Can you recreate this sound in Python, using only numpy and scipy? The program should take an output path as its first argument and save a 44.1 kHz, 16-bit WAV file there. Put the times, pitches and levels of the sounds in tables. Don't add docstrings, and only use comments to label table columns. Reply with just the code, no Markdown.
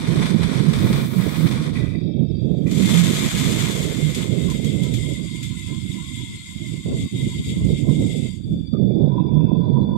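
import sys
import numpy as np
from scipy import signal
from scipy.fft import rfft, irfft, next_fast_len
from scipy.io import wavfile
from scipy.ndimage import uniform_filter1d

SR = 44100
rng = np.random.default_rng(int(sys.argv[2]) if len(sys.argv) > 2 else 0)


def pcm_store(signal):
    levels = np.round(np.clip(np.atleast_2d(signal), -1, 1) * 32767)
    wavfile.write(sys.argv[1], SR, levels.astype(np.int16).T)


N = 439677
T = np.arange(N) / SR
FFT_SIZE = next_fast_len(N)
HZ = np.maximum(np.arange(FFT_SIZE // 2 + 1) * SR / FFT_SIZE, 1)

# frequency in Hz, left and right in dB.
YARD_COLOUR = [(40, -12.5, -2), (200, 6.5, -9.5), (550, 7.5, -35.5), (1100, -2.5, -43), (1700, -7, -1),
               (3000, -8.5, -9), (5470, -20, -7), (9000, -18, -38), (13500, -16.5, -34),
               (15500, -44.5, -41)]
# start and end in seconds, pitch in Hz, left and right in dB.
MOTOR_TONES = [(0, 2.6, 2616, -64, -86), (1.6, 2.65, 3688, -53, -81.5), (8.45, 10.1, 3494, -48.5, -87.5),
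               (8.7, 10.1, 3445, -54.5, -85), (9.5, 10.1, 4620, -71, -65)]
# start and end in seconds, centre and width in Hz, left and right in dB.
WHINE_BANDS = [(1.6, 2.7, 3440, 80, -56, -78), (1.6, 2.7, 3245, 60, -60, -80),
               (1.6, 2.7, 2330, 150, -66, -64), (1.6, 2.65, 4660, 110, -61, -65),
               (1.6, 2.48, 5215, 80, -68, -76), (1.6, 2.65, 3780, 220, -57, -70),
               (6.56, 6.65, 640, 50, -54, -56), (8.735, 8.772, 1225, 130, -58, -47),
               (8.3, 9.03, 4620, 50, -60.5, -67), (8.45, 10.1, 3410, 140, -60, -80),
               (8.35, 9.75, 3680, 120, -61, -80), (9.19, 9.65, 2620, 36, -65, -82),
               (9.62, 9.88, 3990, 45, -65, -78), (8.45, 9.8, 4870, 75, -68, -76),
               (9.08, 10.1, 982, 62, -47, -43), (9.05, 10.1, 1466, 60, -75, -65),
               (8.4, 10.1, 2325, 130, -75, -69)]
DRONE_BAND = (8.98, 10.1, 760, 210, -58, -47.5)

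# time in seconds, level in dB.
SHELTERED_BREEZE = [(0.0, -31.5), (0.18, -25), (0.4, -43), (0.95, -23), (1.2, -37), (1.74, -30),
                    (2.05, -67), (2.73, -30), (3.5, -31), (3.7, -55), (4.95, -38), (5.3, -62), (6.55, -60),
                    (6.86, -29.5), (7.48, -23.5), (8.12, -40), (8.35, -57), (8.84, -40.5), (9.94, -29)]
EXPOSED_BREEZE = [(0.0, -26), (0.1, -15), (1.49, -13.5), (1.71, -18), (2.65, -17), (2.92, -11),
                  (3.33, -16.5), (3.43, -12.5), (3.91, -21), (4.59, -16.5), (4.98, -17.5), (5.35, -25.5),
                  (6.46, -26.5), (6.8, -23), (7.46, -21), (7.91, -16.5), (8.27, -19), (8.31, -25.5),
                  (8.71, -23.5), (8.74, -13.5), (9.94, -13.5)]
# frequency in Hz, relative level in dB.
SHELTERED_COLOUR = [(20, -33.5), (50, -7.5), (135, 2.5), (210, -0.5), (300, -11), (420, -18), (600, -37.5),
                    (1000, -64.5)]
EXPOSED_COLOUR = [(20, -38), (50, -23), (90, -13.5), (130, 0.5), (165, 0), (205, -3), (250, -6.5),
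                  (340, -13), (450, -38.5), (700, -85.5)]
FLUTTER_COLOUR = [(200, -19), (380, 2.5), (500, -3.5), (650, -13), (800, -26), (1000, -33), (1400, -38.5),
                  (2200, -72.5)]
DRAUGHT_COLOUR = [(20, -18), (70, 4.5), (120, 6.5), (300, -68.5)]
# time and half length in seconds, left, right and extra flutter in dB.
WIND_BUFFETS = [(0.21, 0.018, -40, -24, -1), (0.926, 0.045, -35, -13, -2), (1.273, 0.017, -47, -5, 4),
                (2.215, 0.03, -50.5, -11.5, -1), (2.536, 0.056, -50, -15, 1.5), (3.836, 0.1, -55, -25, 6),
                (3.94, 0.17, -40, -31, 6), (4.364, 0.13, -50, -17.5, 4.5), (5.714, 0.037, -58, -21, -2),
                (6.341, 0.056, -28, -26, 0), (6.924, 0.074, -24.5, -19.5, 6), (7.234, 0.36, -44, -18.5, -8),
                (7.713, 0.037, -29, -11.5, 0), (7.892, 0.042, -43, -10, 0), (8.02, 0.061, -21, -13, 0.5),
                (8.536, 0.063, -24, -18, -4), (8.85, 0.061, -41, -14, 3), (9.028, 0.078, -31.5, -14, 5)]
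# time and half length in seconds, dip in dB.
WIND_LULLS = [(1.1, 0.071, -6.5), (1.33, 0.08, -6.5), (3.31, 0.029, -9), (6.08, 0.039, -5.5),
              (6.42, 0.14, -10.5), (6.83, 0.019, -18), (7.1, 0.022, -26), (7.33, 0.029, -8.5),
              (7.44, 0.024, -9.5)]
# time in seconds, strength in dB.
EDDY_SLAPS = [(2.091, 2.5), (2.178, 2), (2.493, 3.5), (2.545, 5.5), (4.598, 7.5), (8.745, 7), (8.905, 9.5),
              (9.516, 11.5), (9.715, 7.5)]
# time and half length in seconds, pitch in Hz, relative level in dB.
VORTEX_BOOMS = [(0.392, 0.079, 162, -15), (0.689, 0.019, 162.5, -10), (1.184, 0.023, 173.8, -8.5),
                (1.443, 0.038, 159, -10.5), (2.836, 0.062, 187, -11), (2.991, 0.051, 167.8, -8.5),
                (4.056, 0.042, 147.5, -13.5), (7.908, 0.034, 161.3, -13.5), (8.846, .04, 194.4, -10),
                (9.074, 0.046, 140.3, -11.5), (9.38, 0.079, 151, -13), (9.57, 0.057, 169.4, -14.5),
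                (9.774, 0.072, 140, -12)]
# time in seconds, boost in dB.
DRAUGHT_THUDS = [(.44, 8), (.8, 12), (1.85, 11), (2.34, 7), (4.5, 10.5), (4.98, 11.5), (7.68, 13),
                 (8.02, 7)]

# time in seconds, relative level in dB.
SCRAPE_SURGES = [(4.51, -49), (4.86, -52), (5.38, -61), (5.55, -66), (5.71, -55), (5.99, -60), (6.18, -61),
                 (6.77, -74), (6.93, -59), (7.33, -59), (7.59, -54), (7.9, -54), (8.03, -55)]
HANDFULS = [(1.755, -35.5), (1.85, -44), (1.93, -46), (2.662, -39.5)]
STONE_HITS = [(.255, -34), (0.432, -30), (.734, -29.5), (0.929, -29), (1.512, -34), (2.712, -33),
              (4.147, -28), (4.5, -32), (4.645, -34), (4.834, -35), (4.939, -32.5), (5.429, -34)]
# centre and width in Hz, left and right in dB.
SCRAPE_RESONANCES = [(1034, 100, 2.5, 4.5), (1394, 45, -20.5, -5), (1690, 81, -23, -10)]
RATTLE_RESONANCES = [(1150, 380, -20, -16.5), (1990, 100, -15, -0.5), (2370, 240, -1.5, -3.5)]
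WALL_RESONANCES = [(2065, 72, -49.5, -49), (2123, 38, -52, -47), (2323, 160, -56.5, -55),
                   (2760, 810, -51.5, -81.5), (3366, 360, -42, -61.5), (3676, 300, -46, -69),
                   (4790, 1220, -52.5, -54.5), (7280, 1400, -47, -49.5), (8240, 1800, -48.5, -57),
                   (10400, 4100, -58, -58)]
# pitch in Hz, relative level in dB.
SINGING_MODES = [(2616, -61), (3365, -53), (3494, -51.5), (3692, -52), (4194, -62.5), (4613, -61),
                 (4689, -61)]
# frequency in Hz, left and right in dB.
FIRST_POUR_COLOUR = [(300, -34.5, -8.5), (600, -27.5, -6.5), (1050, -6, -6.5), (1390, -9.5, -10.5),
                     (1700, -15, -9.5), (2370, -6, -4.5), (2750, -17, -19.5), (3490, -2.5, -17.5),
                     (4240, -14, -13.5), (6950, -25.5, -21), (7860, -16.5, -18.5), (11600, -28, -29),
                     (12500, -28, -35), (15000, -50.5, -51.5)]
SECOND_POUR_COLOUR = [(300, -24.5, -35.5), (640, -22, -3.5), (1043, -4.5, -4), (1650, -11, -5),
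                      (2280, 0.5, 1.5), (2840, -4.5, -7.5), (3480, 7, -6.5), (3900, -3, -4.5),
                      (5700, -9.5, -11.5), (7350, -1, -4), (9600, -14, -13), (12300, -12.5, -17.5),
                      (13950, -17.5, -23.5), (15300, -28.5, -78)]
# time and half length in seconds, boost or dip in dB.
FLOW_CLUMPS = [(.03, 0.15, -3.5), (.24, 0.097, 1), (.365, 0.045, -5.5), (.95, 0.033, 0.5),
               (1.12, 0.067, -5.5), (1.53, 0.076, 1.5), (1.725, 0.012, -9), (2.95, 0.062, 4.5),
               (4.22, 0.035, 6.5), (5.17, .16, -4)]

GATE_OPEN_S, GATE_SHUT_S = 2.662, 8.28
TRICKLE_DB, SHUT_DB_PER_S = -63, 114


def from_db(db):
    return 10 ** (np.asarray(db) / 20)


def stereo_gain(left_db, right_db):
    return from_db([[left_db], [right_db]])


def unit_power(x):
    return x / np.sqrt(np.mean(x ** 2) + 1e-20)


def since(s):
    return np.maximum(T - s, 0)


def between(start, end):
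    fade_s = min((end - start) / 2, .15)
    return np.clip(np.minimum(T - start, end - T) / fade_s + .5, 0, 1)


def bump(s, half_length_s):
    return np.exp(-np.minimum(((T - s) / half_length_s) ** 2, 50))


def swells(rows):
    return from_db(sum(db * bump(s, length) for s, length, db in rows))


def fader(rows):
    times, levels_db = np.transpose(rows)
    return from_db(np.interp(T, times, levels_db))


def blows(rows):
    clicks = np.zeros(N)
    for s, db in rows:
        clicks[round(s * SR)] = from_db(db)
    return clicks


def decay(clicks, t60):
    return signal.lfilter([1], [1, -from_db(-60 / (t60 * SR))], clicks + 1e-18)


def drift(rate_hz):
    hop, warm_up = 40, 2000
    pole = np.exp(-2 * np.pi * rate_hz * hop / SR)
    noise = rng.standard_normal(N // hop + warm_up + 2)
    slow = signal.lfilter([1], [1, -2 * pole, pole * pole], noise)[warm_up:]
    return np.interp(np.arange(N) / hop, np.arange(len(slow)), unit_power(slow))


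def cut(x, order, hz, kind):
    return signal.sosfilt(signal.butter(order, hz, kind, fs=SR, output="sos"), x)


def equalise(x, gain):
    return irfft(rfft(x, FFT_SIZE) * gain, FFT_SIZE)[:, :N]


def coloured(x, colour):
    hz, *columns = np.transpose(colour)
    gain = from_db([np.interp(np.log(HZ), np.log(hz), db) for db in columns])
    return unit_power(equalise(x, gain))


def resonate(x, modes):
    power = 0
    for hz, width, left_db, right_db in modes:
        shape = unit_power((1 + 2 * ((HZ - hz) / width) ** 2) ** -1.5)
        power = power + (stereo_gain(left_db, right_db) * shape) ** 2
    return equalise(x, np.sqrt(power))


def grains(per_s, spread_db=0.0):
    hits = rng.random(N) < per_s / SR
    sizes = from_db(spread_db * np.minimum(rng.exponential(1, N), 5))
    return unit_power(hits * sizes * rng.standard_normal((2, N)))


def yard(level_db=-66.5):
    return from_db(level_db) * coloured(rng.standard_normal((2, N)), YARD_COLOUR)


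def drives(waver_hz=4.0, fading_db=1.0):
    out, detune_hz = 0, waver_hz * drift(11)
    for start, end, hz, left_db, right_db in MOTOR_TONES:
        phase = 2 * np.pi * np.cumsum(hz + detune_hz) / SR
        gain = stereo_gain(left_db, right_db) * from_db(-fading_db * drift(3.1))
        out = out + between(start, end) * gain * np.sqrt(2) * np.sin(phase)
    return out


def whines(waver_db=3.5, drone_waver_db=2.0, grating_db=2.0):
    friction = rng.standard_normal((2, N))
    bands = sum(between(start, end) * resonate(friction, [mode]) * from_db(waver_db * drift(15))
                for start, end, *mode in WHINE_BANDS)
    grating = unit_power(from_db(grating_db * drift(70)))
    start, end, *mode = DRONE_BAND
    drone = between(start, end) * resonate(friction, [mode]) * from_db(drone_waver_db * drift(4.6))
    return bands * grating + drone


def wind_strength(left_gusty_db=1.0, right_gusty_db=1.8):
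    breeze = np.array([fader(SHELTERED_BREEZE) * from_db(left_gusty_db * drift(6.3)),
                       fader(EXPOSED_BREEZE) * from_db(right_gusty_db * drift(16))])
    buffet_power = sum((stereo_gain(left_db, right_db) * bump(s, length)) ** 2
                       for s, length, left_db, right_db, _ in WIND_BUFFETS)
    return np.sqrt(breeze ** 2 + buffet_power) * swells(WIND_LULLS)


def eddies(colour, evenness, lumpy_db):
    rumble = coloured(rng.standard_normal(N), colour)[0]
    envelope = np.sqrt(np.abs(uniform_filter1d(rumble ** 2, size=3000)) + 1e-9)
    return unit_power(rumble / envelope ** evenness * from_db(lumpy_db * drift(29)))


def slaps(lesser_per_s=7.6, lesser_db=-4, t60=0.024):
    lesser = from_db(lesser_db) * (rng.random(N) < lesser_per_s / SR) * rng.random(N)
    return 1 + decay(blows(EDDY_SLAPS) + lesser, t60)


def flutter(strength, level_db=-15, onset_db=-19, steepness=2.4, top_hz=830):
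    onset = np.minimum(strength / from_db(onset_db), 1) ** steepness
    accents = swells([(s, length, extra_db) for s, length, _, _, extra_db in WIND_BUFFETS])
    flapping = slaps() * eddies(FLUTTER_COLOUR, evenness=0.43, lumpy_db=1.5)
    return strength * from_db(level_db) * onset * accents * unit_power(cut(flapping, 9, top_hz, "low"))


def draught(level_db=-30.5, thud_half_length_s=0.07):
    thuds = swells([(s, thud_half_length_s, db) for s, db in DRAUGHT_THUDS])
    air = coloured(rng.standard_normal(N), DRAUGHT_COLOUR)[0]
    return from_db(level_db) * thuds * swells(WIND_LULLS) * air


def vortices(trim_db=-0.5, glide=0.05, rough_db=1.5):
    warped_s = np.cumsum(1 + glide * drift(8)) / SR
    booms = sum(from_db(db) * bump(s, length) * np.sin(2 * np.pi * hz * warped_s)
                for s, length, hz, db in VORTEX_BOOMS)
    return np.sqrt(2) * booms * from_db(trim_db + rough_db * drift(30))


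def wind(right_trim_db=-1.0):
    sheltered, exposed = wind_strength()
    left = sheltered * eddies(SHELTERED_COLOUR, evenness=0.37, lumpy_db=2.5)
    right = exposed * eddies(EXPOSED_COLOUR, evenness=1.0, lumpy_db=2.0) * from_db(right_trim_db)
    return np.array([left, right + flutter(exposed) + draught() + vortices()])


def first_flow(start_db=-30, sag_db_per_s=3, close_s=1.585, fade_db_per_s2=122, surging_db=1.08):
    closing_db = fade_db_per_s2 * np.minimum(since(close_s), 1) ** 2
    stream_db = start_db - sag_db_per_s * T - closing_db + surging_db * drift(23)
    return from_db(stream_db) * swells(FLOW_CLUMPS)


def second_flow(full_db=-27.5, full_until_s=3.61, thinning_s=1.4, opening_db=-24, swell_s=0.082,
                attack_s=0.011, leak_db=-55.5, leak_db_per_s=41):
    attack = np.minimum(since(GATE_OPEN_S) / attack_s, 1)
    swell_db = opening_db * np.exp(-since(GATE_OPEN_S) / swell_s)
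    stream_db = TRICKLE_DB + (full_db - TRICKLE_DB) * np.exp(-since(full_until_s) / thinning_s)
    stream = attack * from_db(stream_db + swell_db - SHUT_DB_PER_S * since(GATE_SHUT_S))
    leak = from_db(leak_db - leak_db_per_s * np.abs(T - GATE_OPEN_S))
    return stream * swells(FLOW_CLUMPS) + leak


def ringing(level_db=-1, follow=0.11, build_s=0.16, dribble_db=-9, dribble_db_per_s=35):
    held_flow = np.interp(np.minimum(T, GATE_SHUT_S), T, second_flow()) / from_db(TRICKLE_DB)
    build = np.minimum(since(GATE_OPEN_S) / build_s, 1)
    shut_for_s = since(GATE_SHUT_S)
    release_db = np.maximum(-SHUT_DB_PER_S * shut_for_s, dribble_db - dribble_db_per_s * shut_for_s)
    return held_flow ** follow * build * from_db(level_db + release_db)


def steel(x, ripple_db=3.0, mode_width_hz=28):
    heights = np.clip(rng.standard_normal(4000), -2, 2)
    ripple = np.interp(HZ / mode_width_hz, np.arange(len(heights)), heights)
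    return equalise(x, unit_power(from_db(ripple_db * ripple)))


def scrapes(half_length_s=0.033, bed_db=-66, trim_db=-2.5, chatter_db=3.5, pitch_wander=0.04):
    surges = sum(from_db(db + trim_db) * bump(s, half_length_s) for s, db in SCRAPE_SURGES)
    friction = rng.standard_normal((2, N))
    rub = sum(resonate(friction, [mode]) * from_db(chatter_db * drift(9.2))
              for mode in SCRAPE_RESONANCES)
    warped_s = np.cumsum(1 + pitch_wander * drift(5)) / SR
    bent_rub = np.array([np.interp(warped_s, T, ear) for ear in rub])
    return (surges + from_db(bed_db) * ringing()) * bent_rub


def rattles(t60=0.44):
    envelope = uniform_filter1d(decay(blows(HANDFULS), t60), size=600)
    return envelope * resonate(grains(per_s=810, spread_db=1.0), RATTLE_RESONANCES)


def singing(width_hz=10, right_db=-15, fading_db=4.0):
    trickle = rng.standard_normal((2, N))
    modes = sum(resonate(trickle, [(hz, width_hz, db, db + right_db)]) * from_db(fading_db * drift(2))
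                for hz, db in SINGING_MODES)
    return ringing() * modes


def hopper(wander_db=1.34, flicker_db=1.8, broad_hz=300):
    out, trickle = 0, grains(per_s=8000)
    clustered = steel(trickle)
    gate = from_db(-SHUT_DB_PER_S * since(GATE_SHUT_S + 0.042))
    for mode in WALL_RESONANCES:
        width_hz = mode[1]
        drive, gain = (clustered, 1) if width_hz > broad_hz else (trickle, gate)
        drive = np.roll(drive, rng.integers(N), axis=1)
        out = out + gain * resonate(drive, [mode]) * from_db(wander_db * drift(28))
    return ringing() * out * from_db(flicker_db * drift(7.7))


def stones(crash_t60=0.24, crack_db=-2, crack_t60=0.017):
    hits = blows(STONE_HITS)
    envelope = decay(hits, crash_t60) + from_db(crack_db) * decay(hits, crack_t60)
    noise = rng.standard_normal((2, N))
    dull = coloured(noise, FIRST_POUR_COLOUR)
    bright = cut(coloured(noise, SECOND_POUR_COLOUR), 2, 2600, "high")
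    return uniform_filter1d(envelope, size=50) * np.where(T < GATE_OPEN_S, dull, bright)


def gravel(colour, fine_surge_db, coarse_surge_db=1.0, grit_db=-9):
    impacts = grains(per_s=10000) + from_db(grit_db) * grains(per_s=360, spread_db=1.0)
    fine = rush = coloured(impacts, colour)
    for hz in np.geomspace(700, 2800, 5):
        fine = fine - signal.sosfiltfilt(signal.butter(3, hz, fs=SR, output="sos"), fine)
    clumps = drift(22)
    coarse = (rush - fine) * from_db(coarse_surge_db * (clumps + drift(21)))
    return unit_power(coarse + fine * from_db(fine_surge_db * clumps))


def pours(sand_db=-42, sand_hz=8000):
    first = gravel(FIRST_POUR_COLOUR, fine_surge_db=0.0) * first_flow()
    hiss = cut(grains(per_s=12000, spread_db=1.5), 2, sand_hz, "high")
    sand = between(0.76, 1.52) * from_db(sand_db) * stereo_gain(3, -3) * hiss
    second = gravel(SECOND_POUR_COLOUR, fine_surge_db=1.36) * second_flow()
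    return steel(first + sand + second)


def scene():
    background = yard() + drives() + whines() + wind()
    return background + scrapes() + rattles() + singing() + hopper() + stones() + pours()


def record(dry, ceiling=1.2, cutoff_hz=15650):
    rounded = ceiling * np.tanh(dry / ceiling)
    return signal.sosfilt(signal.ellip(10, .2, 80, cutoff_hz, fs=SR, output="sos"), rounded)


dry = scene()
out = record(dry)
pcm_store(out)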